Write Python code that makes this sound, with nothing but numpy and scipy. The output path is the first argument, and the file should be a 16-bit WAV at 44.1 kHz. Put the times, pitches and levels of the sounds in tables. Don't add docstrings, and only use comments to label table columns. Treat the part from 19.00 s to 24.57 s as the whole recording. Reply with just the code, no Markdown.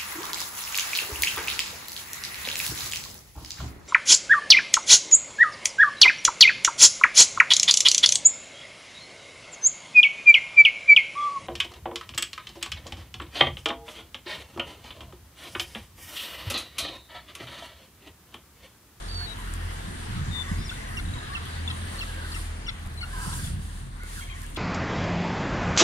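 import sys
import numpy as np
from scipy import signal
from scipy.fft import rfft, irfft, next_fast_len
from scipy.io import wavfile
from scipy.ndimage import uniform_filter1d

SR = 44100
rng = np.random.default_rng(int(sys.argv[2]) if len(sys.argv) > 2 else 0)


def boost_factor(decibels):
    exponent = np.asarray(decibels, float) / 20
    return 10 ** exponent


def generate_wav(signal):
    frames = np.transpose(np.atleast_2d(signal))
    scaled = np.clip(frames, -1, 1) * 32767
    pcm = np.round(scaled).astype(np.int16)
    wavfile.write(sys.argv[1], SR, pcm)


N = 245751
TIME_S = np.arange(N) / SR

# start_s, length_s, first_hz, last_hz, level_db
WHISTLES = [(0.05, 0.028, 5350, 5200, -62), (0.079, 0.054, 4530, 4584, -47.5),
            (0.136, 0.114, 4590, 4385, -42), (0.264, 0.065, 3934, 3830, -50),
            (1.305, 0.11, 3724, 3526, -44), (1.452, 0.044, 3540, 3500, -64), (1.59, 0.05, 3680, 3600, -63),
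            (1.709, 0.0497, 3620, 3550, -64), (1.482, 0.054, 5130, 5030, -62.5),
            (1.574, 0.062, 4990, 5110, -56), (1.642, 0.017, 5600, 5750, -54),
            (1.658, 0.012, 5730, 5350, -53), (1.656, 0.013, 5340, 5300, -52),
            (1.661, 0.023, 5280, 4930, -54)]
# pitch_hz, left_minus_right_db, left_lead_rad
WHISTLE_SIDE = [(3600, 25, 4.8), (3950, 17, 3.9), (4550, -6.5, 2.6), (5130, 6, 0.58)]
# start_s, length_s, first_hz, level_db
STEPS = [(0.112, 0.012, 4000, -55), (1.694, 0.0088, 3600, -42.5), (1.698, 0.014, 2780, -48),
         (1.702, 0.009, 5520, -54), (1.941, 0.013, 4600, -57), (1.972, 0.012, 5680, -50),
         (1.985, 0.011, 6200, -61), (2.333, 0.015, 4360, -54), (2.357, 0.008, 5500, -59),
         (2.677, 0.011, 3605, -37.5), (2.687, 0.007, 2860, -45), (2.979, 0.012, 4575, -53),
         (2.989, 0.017, 4450, -44), (3.013, 0.015, 5500, -59), (3.318, 0.02, 4600, -47.5),
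         (3.348, 0.0135, 5550, -57), (3.646, 0.02, 4590, -58), (3.669, 0.011, 5670, -50),
         (3.685, 0.012, 5620, -56), (3.975, 0.024, 4130, -50), (4.007, 0.008, 2980, -50),
         (4.013, 0.016, 2230, -48), (4.025, 0.01, 5050, -61), (4.028, 0.021, 2920, -46),
         (4.32, 0.02, 2822, -63), (4.41, 0.022, 2230, -62), (4.438, 0.018, 3600, -53),
         (4.471, 0.0094, 3500, -52)]
# start_s, length_s, first_hz, last_hz, level_db
TURNED_STEPS = [
    (4.0135, 0.013, 4450, 4250, -35.5),
    (4.03, 0.015, 4380, 4200, -42),
    (2.815, 0.016, 4200, 3200, -46),
    (2.3, 0.065, 1100, 1180, -41.5),
    (2.368, 0.018, 1300, 1390, -38),
    (3.617, 0.026, 4600, 5400, -57),
]
# start_s, length_s, first_hz, last_hz, level_db, left_minus_right_db
SWOOPS = [
    (1.968, 0.02, 3050, 2740, -31, -4),
    (2.347, 0.021, 3650, 2620, -31, -6),
    (3.005, 0.024, 3650, 2660, -32, -2),
    (3.341, 0.017, 3300, 2680, -39, 5),
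    (3.663, 0.017, 3400, 2740, -41, 10),
]
# start_s, length_s, first_hz, last_hz, level_db
YELPS = [
    (1.713, 0.015, 1355, 1540, -38.5),
    (4.026, 0.023, 1420, 1393, -39.5),
]
# start_s, length_s, first_hz, level_db, brightness_db
CROAKS = [
    (1.988, 0.018, 730, -44.5, -6),
    (2.368, 0.015, 688, -49, -2),
    (2.699, 0.018, 670, -45, 3),
    (3.029, 0.012, 668, -43, -2),
    (3.361, 0.015, 675, -42, -9),
    (3.68, 0.024, 705, -42, 0),
    (4.326, 0.016, 690, -59.5, 10),
    (5.559, 0.035, 697, -54.5, 9),
]
# freq_hz, gain_db
THROAT = [(1000, -8), (4500, 5.5), (5500, -12), (7000, -13.5), (9000, -40), (14000, -58)]
CROAK_PARTIALS_DB = [-20, -2, 4.5, -1, 1.5, -4, -14, -13]
# freq_hz, left_minus_right_db, left_lead_rad
BODY_SHADOW = [(700, 6, 2.7), (1400, 7, 5.2), (2100, 2, 3.1), (2800, -5, 4.0), (3400, 7, 2.3),
               (4400, 4, 3.3), (5500, -5, 6.1), (7000, -5, 5.5)]
# start_s, length_s, first_hz, last_hz, level_db
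MEWS = [(0.209, 0.016, 1490, 1530, -44), (0.224, 0.021, 1640, 1760, -48), (0.346, 0.05, 3130, 3100, -56),
        (0.355, 0.096, 2220, 2140, -62), (0.356, 0.075, 998, 995, -48.5), (1.348, 0.059, 1048, 970, -47.5),
        (1.46, 0.082, 1102, 1160, -47.5), (1.338, .21, 1890, 2023, -46), (1.769, .21, 1974, 1913, -47),
        (2.157, 0.033, 1043, 965, -46), (2.165, 0.09, 1700, 1650, -48.5), (2.275, 0.028, 1700, 1630, -46),
        (2.319, 0.027, 1590, 1950, -40), (2.433, 0.013, 1990, 1900, -44), (2.45, 0.025, 3420, 3390, -52),
        (2.5, 0.11, 4550, 4550, -58), (2.699, 0.04, 3500, 3200, -56), (2.765, 0.02, 3840, 3730, -57.5),
        (4.055, 0.069, 1413, 1530, -47), (3.077, 0.21, 1667, 1542, -46.5), (4.131, 0.12, 1607, 1565, -43),
        (4.14, 0.21, 1045, 980, -43.5), (4.198, 0.13, 1299, 1323, -47), (4.297, 0.15, 1607, 1560, -48),
        (4.999, 0.08, 1460, 1470, -49), (5.0, 0.07, 2125, 2105, -51), (5.09, 0.07, 1950, 1846, -54),
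        (5.161, 0.044, 1720, 1516, -44.5), (5.21, 0.029, 2180, 2190, -47.5),
        (5.273, 0.029, 2140, 2150, -49.5), (5.298, 0.026, 3680, 3720, -61),
        (5.299, 0.06, 2520, 2145, -49.5), (5.346, 0.043, 2036, 1840, -48), (5.412, 0.05, 1850, 1680, -51),
        (5.299, 0.0675, 1120, 1030, -54), (5.387, 0.063, 1092, 1014, -56)]
# pitch_hz, left_minus_right_db
MEW_SIDE = [(1000, -4), (1350, -4), (1650, 0), (2200, 2), (3800, 14)]
MEW_PARTIALS_DB = [-1, -30, -17, -39]
# start_s, length_s, first_hz, last_hz, level_db
LONG_CRY = [
    (5.204, 0.076, 1086, 1078, -55),
    (5.297, 0.0457, 1074, 1062, -51.5),
]
CRY_PARTIALS_DB = [-2, -3, 4, -20]
# start_s, peak_db, centre_hz, left_minus_right_db
TICKS = [
    (0.024, -46, 4300, 6),
    (0.0844, -45, 4280, 5),
    (0.1126, -52, 4300, 21),
    (0.1444, -49, 4350, 18),
    (0.1744, -48, 4320, 12),
    (0.2034, -47, 4270, 9),
    (0.5374, -58, 3800, -2),
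    (5.561, -47, 3550, 2),
    (5.567, -36.5, 3270, 1),
]
# start_s, peak_db, centre_hz, left_minus_right_db
SNAPS = [(0.5372, -34, 8100, 6), (2.4538, -45, 9090, 6), (2.9931, -42, 9010, -3.5), (3.7948, -52, 9007, 10),
         (3.8262, -54, 9000, 2), (3.8611, -47, 9450, 1), (3.8716, -48, 9500, -9), (3.8991, -46, 9020, 2),
         (3.9395, -47, 8347, -4), (4.9696, -52, 9700, 7), (5.034, -41.5, 9018, 0.0),
         (5.4177, -42, 7640, -3), (5.4333, -41.5, 9900, 4), (5.4444, -49, 8390, -3), (5.464, -42, 9050, 5),
         (5.5019, -46, 9900, 2), (5.5464, -45, 9600, 2)]
# start_s, peak_db, centre_hz, left_minus_right_db
SLAPS = [
    (4.267, -43, 260, 0),
    (4.315, -51, 240.3, 2),
    (4.391, -45, 280, -2),
    (4.501, -47, 299.2, -6),
    (4.593, -47, 239.4, -3),
    (4.652, -47, 240, -1),
    (4.869, -52, 240, 3),
    (5.035, -46, 330, -3),
    (5.131, -52, 300.2, -2),
]
# time_s, firing_hz
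DIESEL_SPEED = [(0, 42.46), (1.0, 42.69), (1.2, 41.08), (1.6, 41.22), (2.0, 42.38), (2.3, 40.92),
                (3.05, 40.94), (3.5, 39.5), (4.9, 39.38), (5.2, 37.97), (5.57, 37.9)]
# time_s, level_db, first_over_second_order_db
THROB = [(0, -53, 11.5), (.15, -35.5, 4), (.3, -47.5, 7), (.66, -32, 0.5), (.75, -42.5, 5), (1.27, -38, -5),
         (1.41, -42, -4), (1.58, -35.5, 9.5), (1.76, -46, -3), (2.05, -33.5, 0), (2.3, -45.5, -13),
         (2.6, -33.5, -15), (3.1, -41, 7), (3.52, -34, 1), (3.66, -47.5, 12), (3.97, -38, -5),
         (4.12, -39.5, 4.5), (5.57, -48, 11)]
# multiple, under_second_order_db
HIGH_ORDERS = [(3, -18), (4, -22), (5, -18), (6, -22), (7, -26), (8, -25.5)]
# time_s, lift_db
LOAD = [(0, 2), (1.2, 3), (2.5, 3), (4, -2), (5.57, -1)]
# time_s, lift_over_calm_db, fade_s
GUSTS = [(.53, -1, 0.14), (.94, 9.5, 0.081), (1.12, 20, 0.02), (1.193, 24, 0.024), (1.289, 22, 0.037),
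         (1.52, 32.5, 0.0059), (1.6, 17, 0.025), (1.901, 0, 0.26), (2.05, 14, 0.097), (2.7, 2.5, 0.65),
         (3.66, 2, 0.012), (3.86, 2, 0.018), (4.03, 1.5, 0.075), (4.19, 6.5, 0.029), (4.281, 18.5, 0.0084),
         (4.44, 12, 0.069), (4.54, 16, 0.1), (4.87, 4, 0.05), (5.18, 0, 0.0058), (5.32, -2, 0.085),
         (5.541, 4, 0.039)]
# time_s, level_db
HARBOUR = [(0, 0), (.9, 1), (1.2, 2), (2.0, 1), (2.35, 2.5), (2.9, 2), (3.3, -0.5), (3.55, -2), (3.95, -4),
           (4.2, -3), (4.5, -3.5), (4.6, -6), (4.8, -7), (4.9, -9), (5.1, -4.5), (5.3, -5.5), (5.57, -6.5)]
# start_s, rise_s, hold_s, lift_db
WAVES = [
    (2.62, 0.04, 0.017, 1),
    (2.79, 0.24, 0.36, 4.5),
    (3.199, 0.17, 0.054, 6),
    (4.06, 0.17, 0.23, 17),
    (4.584, 0.04, 0.16, 6.5),
    (5.025, .12, 0.051, 16.5),
    (5.265, 0.12, 0.057, 8),
]
HARBOUR_SHARE = [0.95, 1, 0.78]
WAVE_SHARE = [0.094, 0.44, 0.8]
SWELL_HZ = [45, 170, 420, 1500, 4000, 8500]
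# freq_hz, density_db_per_hz, left_minus_right_db
BED = [(25, -4.5, -1), (96, -2.5, -1), (258, -12.5, -0.5), (560, -17, 1), (677, -17.5, 8), (1160, -16, 0.5),
       (1700, -16.5, 4), (2440, -21.5, 0.5), (3600, -23.5, -2), (6100, -30.5, -1.5), (7980, -30.5, 0.5),
       (9440, -26, 1.5), (10960, -35.5, 2.5), (15600, -46.5, -8)]
# freq_hz, share
ALIKE = [(50, 1), (130, 1), (300, 0.76), (700, 0.88), (1200, 0.23), (2000, 0.084), (4000, 0.17),
         (9000, 0.24)]
# time_s, lag_samples
TOWN_LAG = [(0, 15.5), (2.4, 14.9), (3.8, 7.2), (5.57, 16.4)]
WATER_LAG = [(0, 14.5), (2.2, 18), (2.6, -13.5), (4.5, -24), (5.57, -4.5)]
# freq_hz, width_hz, gain_db
PORT_DIPS = [
    [(1325, 130, -9.5), (5900, 760, -6.5)],
    [(2435, 185, -14.5), (5200, 300, -7)],
]


def curve(x, table, column=1):
    return np.interp(x, np.array(table)[:, 0], np.array(table)[:, column])


def spectrum(hz, table, column=1):
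    return np.interp(np.log(hz), np.log(np.array(table)[:, 0]), np.array(table)[:, column])


def walk(rate_hz, size=N):
    hold = int(SR / rate_hz)
    held = np.repeat(rng.standard_normal(size // hold + 2), hold)
    return 1.216 * uniform_filter1d(uniform_filter1d(held, hold), hold)[:size]


def add(out, start_s, sound):
    i = int(start_s * SR)
    out[:, i:i + sound.shape[1]] += sound[:, :N - i]


def note(row, partials_db, main=1, rough=0.1, wobble=0.009, bend=1.46, rise=0.086, fall=0.25,
         creak=0.0, near=True, far_lead_rad=1.68):
    start_s, length_s, first_hz, last_hz, level_db, pan_db = row
    u = np.linspace(0, 1, int(1.2 * length_s * SR))
    glide_hz = last_hz + (first_hz - last_hz) * (1 - u) ** bend
    hz = glide_hz * (1 + wobble * walk(191.3, len(u)))
    phase = 2 * np.pi * (np.cumsum(hz) / SR + rng.random())
    ramp = np.clip(np.minimum(u / rise, (1 - u) / fall), 0, 1)
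    shape = np.sin(np.pi / 2 * ramp) * np.sqrt(2)
    shape = shape * (1 + creak * np.clip(4 * (u - 0.45), 0, 1) * np.cos(phase / 2))
    sides = np.array([[1], [-1]]) / 2
    out, mean_hz = 0, hz.mean()
    for k, part_db in enumerate(partials_db, 1):
        tilt_db, lead_rad = 0, far_lead_rad * k
        if near:
            tilt_db = spectrum(k * hz, BODY_SHADOW) - spectrum(main * mean_hz, BODY_SHADOW)
            lead_rad = spectrum(k * hz, BODY_SHADOW, column=2)
        depth = rough * (0.5 + u) * (1 + 0.67 * (k - 1) * near)
        flutter = 1 + depth * walk(500, len(u))
        level = boost_factor(level_db + part_db + sides * (pan_db + tilt_db))
        out = out + level * flutter * np.sin(k * phase + 0.577 * k * k + sides * lead_rad)
    return start_s - length_s / 25, out * shape


def overtones_db(hz):
    return spectrum(np.arange(1, 4) * hz, THROAT) - spectrum(hz, THROAT)


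def near_gull(out):
    chirp_steps(out)
    for row in SWOOPS:
        add(out, *note(row, MEW_PARTIALS_DB[:2], rough=0.12, wobble=0.005, bend=4, rise=0.35, fall=0.35))
    for row in YELPS:
        add(out, *note((*row, 11), MEW_PARTIALS_DB, rough=0.38, wobble=0.019, rise=0.28, fall=0.43))
    croaks(out)
    whistles(out)


def chirp_steps(out):
    sag = 0.045
    effort_db, brighten_db_per_db = -37, 0.8
    for start_s, length_s, hz, level_db in STEPS:
        pan_db = spectrum(hz, BODY_SHADOW) + 1 + 3.5 * (hz < 2400)
        row = (start_s, length_s, hz, hz * (1 - sag), level_db, pan_db)
        dull_db = brighten_db_per_db * min(level_db - effort_db, 0) * np.array([0, 1, 1])
        add(out, *note(row, overtones_db(hz) + 7.1 + dull_db, rough=0.2, wobble=0.008, rise=0.07, fall=0.5))
    for row in TURNED_STEPS:
        add(out, *note((*row, 5), MEW_PARTIALS_DB[:2], rough=0.3, wobble=0.01, rise=0.041, fall=0.5,
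                       near=False, far_lead_rad=4.2))


def croaks(out):
    sag = 0.051
    for start_s, length_s, hz, level_db, bright_db in CROAKS:
        partials_db = np.array(CROAK_PARTIALS_DB) + bright_db * (np.arange(8) >= 3)
        row = (start_s, length_s, hz, hz * (1 - sag), level_db, 2.5)
        add(out, *note(row, partials_db, main=3.36, rough=0.3, wobble=0.015, rise=0.12, fall=0.5, creak=0.5))


def whistles(out):
    for row in WHISTLES:
        hz = row[2]
        pan_db, lead_rad = spectrum(hz, WHISTLE_SIDE), spectrum(hz, WHISTLE_SIDE, column=2)
        add(out, *note((*row, pan_db), overtones_db(hz) + 4.1, rough=0.05, wobble=0.0017, bend=1.56,
                       rise=0.22 + 0.63 * (hz < 3800), fall=0.1, near=False, far_lead_rad=lead_rad))


def far_gulls(out):
    for row in MEWS:
        add(out, *note((*row, spectrum(row[2], MEW_SIDE)), MEW_PARTIALS_DB, rough=0.78, wobble=0.0346,
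                       bend=1.14, rise=0.031, fall=0.31, near=False))
    pip_hz, pip_gap_s = 3870, 0.024
    for start_s in np.arange(2.06, 2.29, pip_gap_s):
        late, loud = rng.standard_normal(2)
        row = (start_s + 0.0033 * late, 0.011, pip_hz, 0.97 * pip_hz, -51 + 2.17 * loud, 12)
        add(out, *note(row, MEW_PARTIALS_DB[:1], rough=0.55, wobble=0.015, rise=0.26, fall=0.5, near=False))
    for row in LONG_CRY:
        add(out, *note((*row, 3.5), CRY_PARTIALS_DB, rough=0.4, wobble=0.008, fall=0.65, near=False))


def flock(out):
    for start, size, pitch, glide, loud, side in rng.random((90, 6)):
        start_s, hz = 0.05 + start * 5.4, 1000 * 2.1 ** pitch
        level_db = -56.5 + 7 * loud + curve(start_s, HARBOUR)
        last_hz = hz * (0.8 + 0.33 * glide)
        row = (start_s, 0.0297 + 0.0903 * size, hz, last_hz, level_db, 10 * (side - 0.5))
        add(out, *note(row, MEW_PARTIALS_DB[:2], rough=0.33, wobble=0.0342, rise=0.58, fall=0.58, near=False))


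def ticks(out):
    t = np.arange(600) / SR
    for table, decay_s, width in ((TICKS, 0.003, 0.5), (SNAPS, 0.0009, 0.45), (SLAPS, 0.006, 1.0)):
        for start_s, peak_db, hz, pan_db in table:
            edges_hz = np.clip([hz * (1 - width / 2), hz * (1 + width / 2)], 120, 11500)
            resonance = signal.butter(1, edges_hz, "band", fs=SR, output="sos")
            strike = rng.standard_normal((2, 600)) * np.exp(-t / decay_s)
            burst = signal.sosfilt(resonance, strike)
            burst = burst / np.abs(burst).max(axis=1, keepdims=True)
            sides_db = np.array([[pan_db], [-pan_db]]) / 2
            add(out, start_s + 0.00066, burst * boost_factor(peak_db + 10 + sides_db))


def quay(x, wet_db=-17, t60_s=0.24):
    t = np.arange(int(0.5 * SR)) / SR
    tail = rng.standard_normal((2, len(t))) * np.exp(-np.log(1000) * t / t60_s) * (t > 0.008)
    tail = tail / np.sqrt(np.sum(tail ** 2, axis=1, keepdims=True))
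    return x + boost_factor(wet_db) * signal.fftconvolve(x, tail, axes=1)[:, :N]


def diesel():
    firing_hz = curve(TIME_S, DIESEL_SPEED) * (1 + 0.0213 * walk(10))
    phase = 2 * np.pi * np.cumsum(firing_hz) / SR
    trade_db = 2 * walk(11)
    level_db = curve(TIME_S, THROB)
    first = boost_factor(level_db + curve(TIME_S, THROB, column=2) - 2.5 + trade_db) * np.sqrt(2)
    second = boost_factor(level_db - 0.5 - trade_db) * np.sqrt(2)
    upper = sum(boost_factor(db + 2.04 * walk(5)) * np.sin(k * phase + k * k) for k, db in HIGH_ORDERS)
    drone = first * np.sin(phase) + second * np.sin(2 * phase + 1)
    drone = drone + second.mean() * boost_factor(curve(TIME_S, LOAD)) * upper
    return np.array([drone, np.interp(TIME_S - 0.0004, TIME_S, drone)])


def gusts():
    puffs = sum(boost_factor(db) * np.exp(-np.abs(TIME_S - s) / fade_s) for s, db, fade_s in GUSTS)
    return 20 * np.log10(1 + puffs)


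def waves():
    fall_s, lift_db = 0.13, 0
    for start_s, rise_s, hold_s, db in WAVES:
        rising = (TIME_S - start_s) / rise_s
        falling = 1 + (start_s + rise_s + hold_s - TIME_S) / fall_s
        lift_db = lift_db + db * np.clip(np.minimum(rising, falling), 0, 1)
    return lift_db


def swell_levels():
    wind, harbour, surf = gusts(), curve(TIME_S, HARBOUR), waves()
    town, wash, spray = (a * harbour + b * surf for a, b in zip(HARBOUR_SHARE, WAVE_SHARE))
    swells_db = np.array([wind, wind, town, town, wash, spray])
    swells_db = swells_db - np.median(swells_db, axis=1, keepdims=True)
    swells_db[0] *= 0.55
    return swells_db


def port_spectra(size, f):
    shared, left, right = rng.standard_normal((3, size))
    index = np.arange(size)

    def lagged(table):
        lag = np.round(curve(index / SR, table)).astype(int)
        return rfft(shared[index - lag - 40])

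    far_side = np.where(f < 5500, lagged(TOWN_LAG), lagged(WATER_LAG))
    detour = np.exp(-2j * np.pi * f * 14 / SR / (1 + (f / 900) ** 4))
    alike = np.clip(spectrum(f, ALIKE), 0, 1)
    common, own = np.sqrt(alike), np.sqrt(1 - alike)
    pan = boost_factor(spectrum(f, BED, column=2) / 2)
    colour = boost_factor(spectrum(f, BED)) * (f > 18) * boost_factor(-3 * np.exp(-np.log(f / 400) ** 2))
    left_port = (common * rfft(np.roll(shared, 40)) + own * rfft(left)) * pan
    right_port = (common * far_side * detour + own * rfft(right)) / pan
    dips_db = [sum(db / (1 + (2 * (f - hz) / width) ** 2) for hz, width, db in port) for port in PORT_DIPS]
    return (np.array([left_port, right_port]) * colour * boost_factor(np.array(dips_db))).astype(np.complex64)


def background():
    size = next_fast_len(N)
    f = np.maximum(np.arange(size // 2 + 1) * SR / size, 1)
    ports, swells_db = port_spectra(size, f), swell_levels()
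    droplets = walk(23.93)
    out, band_position = 0, 2.5 * np.log2(f / 20)
    for k in range(25):
        hz = 20 * 2 ** (k / 2.5)
        share = np.array([np.interp(np.log(hz), np.log(SWELL_HZ), row) for row in np.eye(6)])
        slow_db = 2.5 * walk(14) if hz < 300 else 1.4 * walk(9)
        flicker_db = slow_db + 0.88 * walk(40) + 1.01 * share[5] * droplets
        window = np.cos(np.pi / 2 * np.clip(band_position - k, -1, 1)) ** 2
        band = irfft(ports * window.astype(np.float32), size)[:, :N]
        out = out + boost_factor(share @ swells_db + flicker_db) * band
    return out * boost_factor(-36) / out.std()


def scene():
    birds = np.zeros((2, N))
    near_gull(birds)
    far_gulls(birds)
    flock(birds)
    ticks(birds)
    return quay(birds) + diesel() + background()


def roll_off(x):
    return signal.sosfilt(signal.butter(12, 15810, fs=SR, output="sos"), x)


def record(dry):
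    soft = signal.sosfilt(signal.butter(4, 15000, fs=SR, output="sos"), dry)
    mix = signal.sosfilt(signal.ellip(10, 0.2, 80, 15720, fs=SR, output="sos"), soft)
    return roll_off(mix)


dry = scene()
out = record(dry)
generate_wav(out)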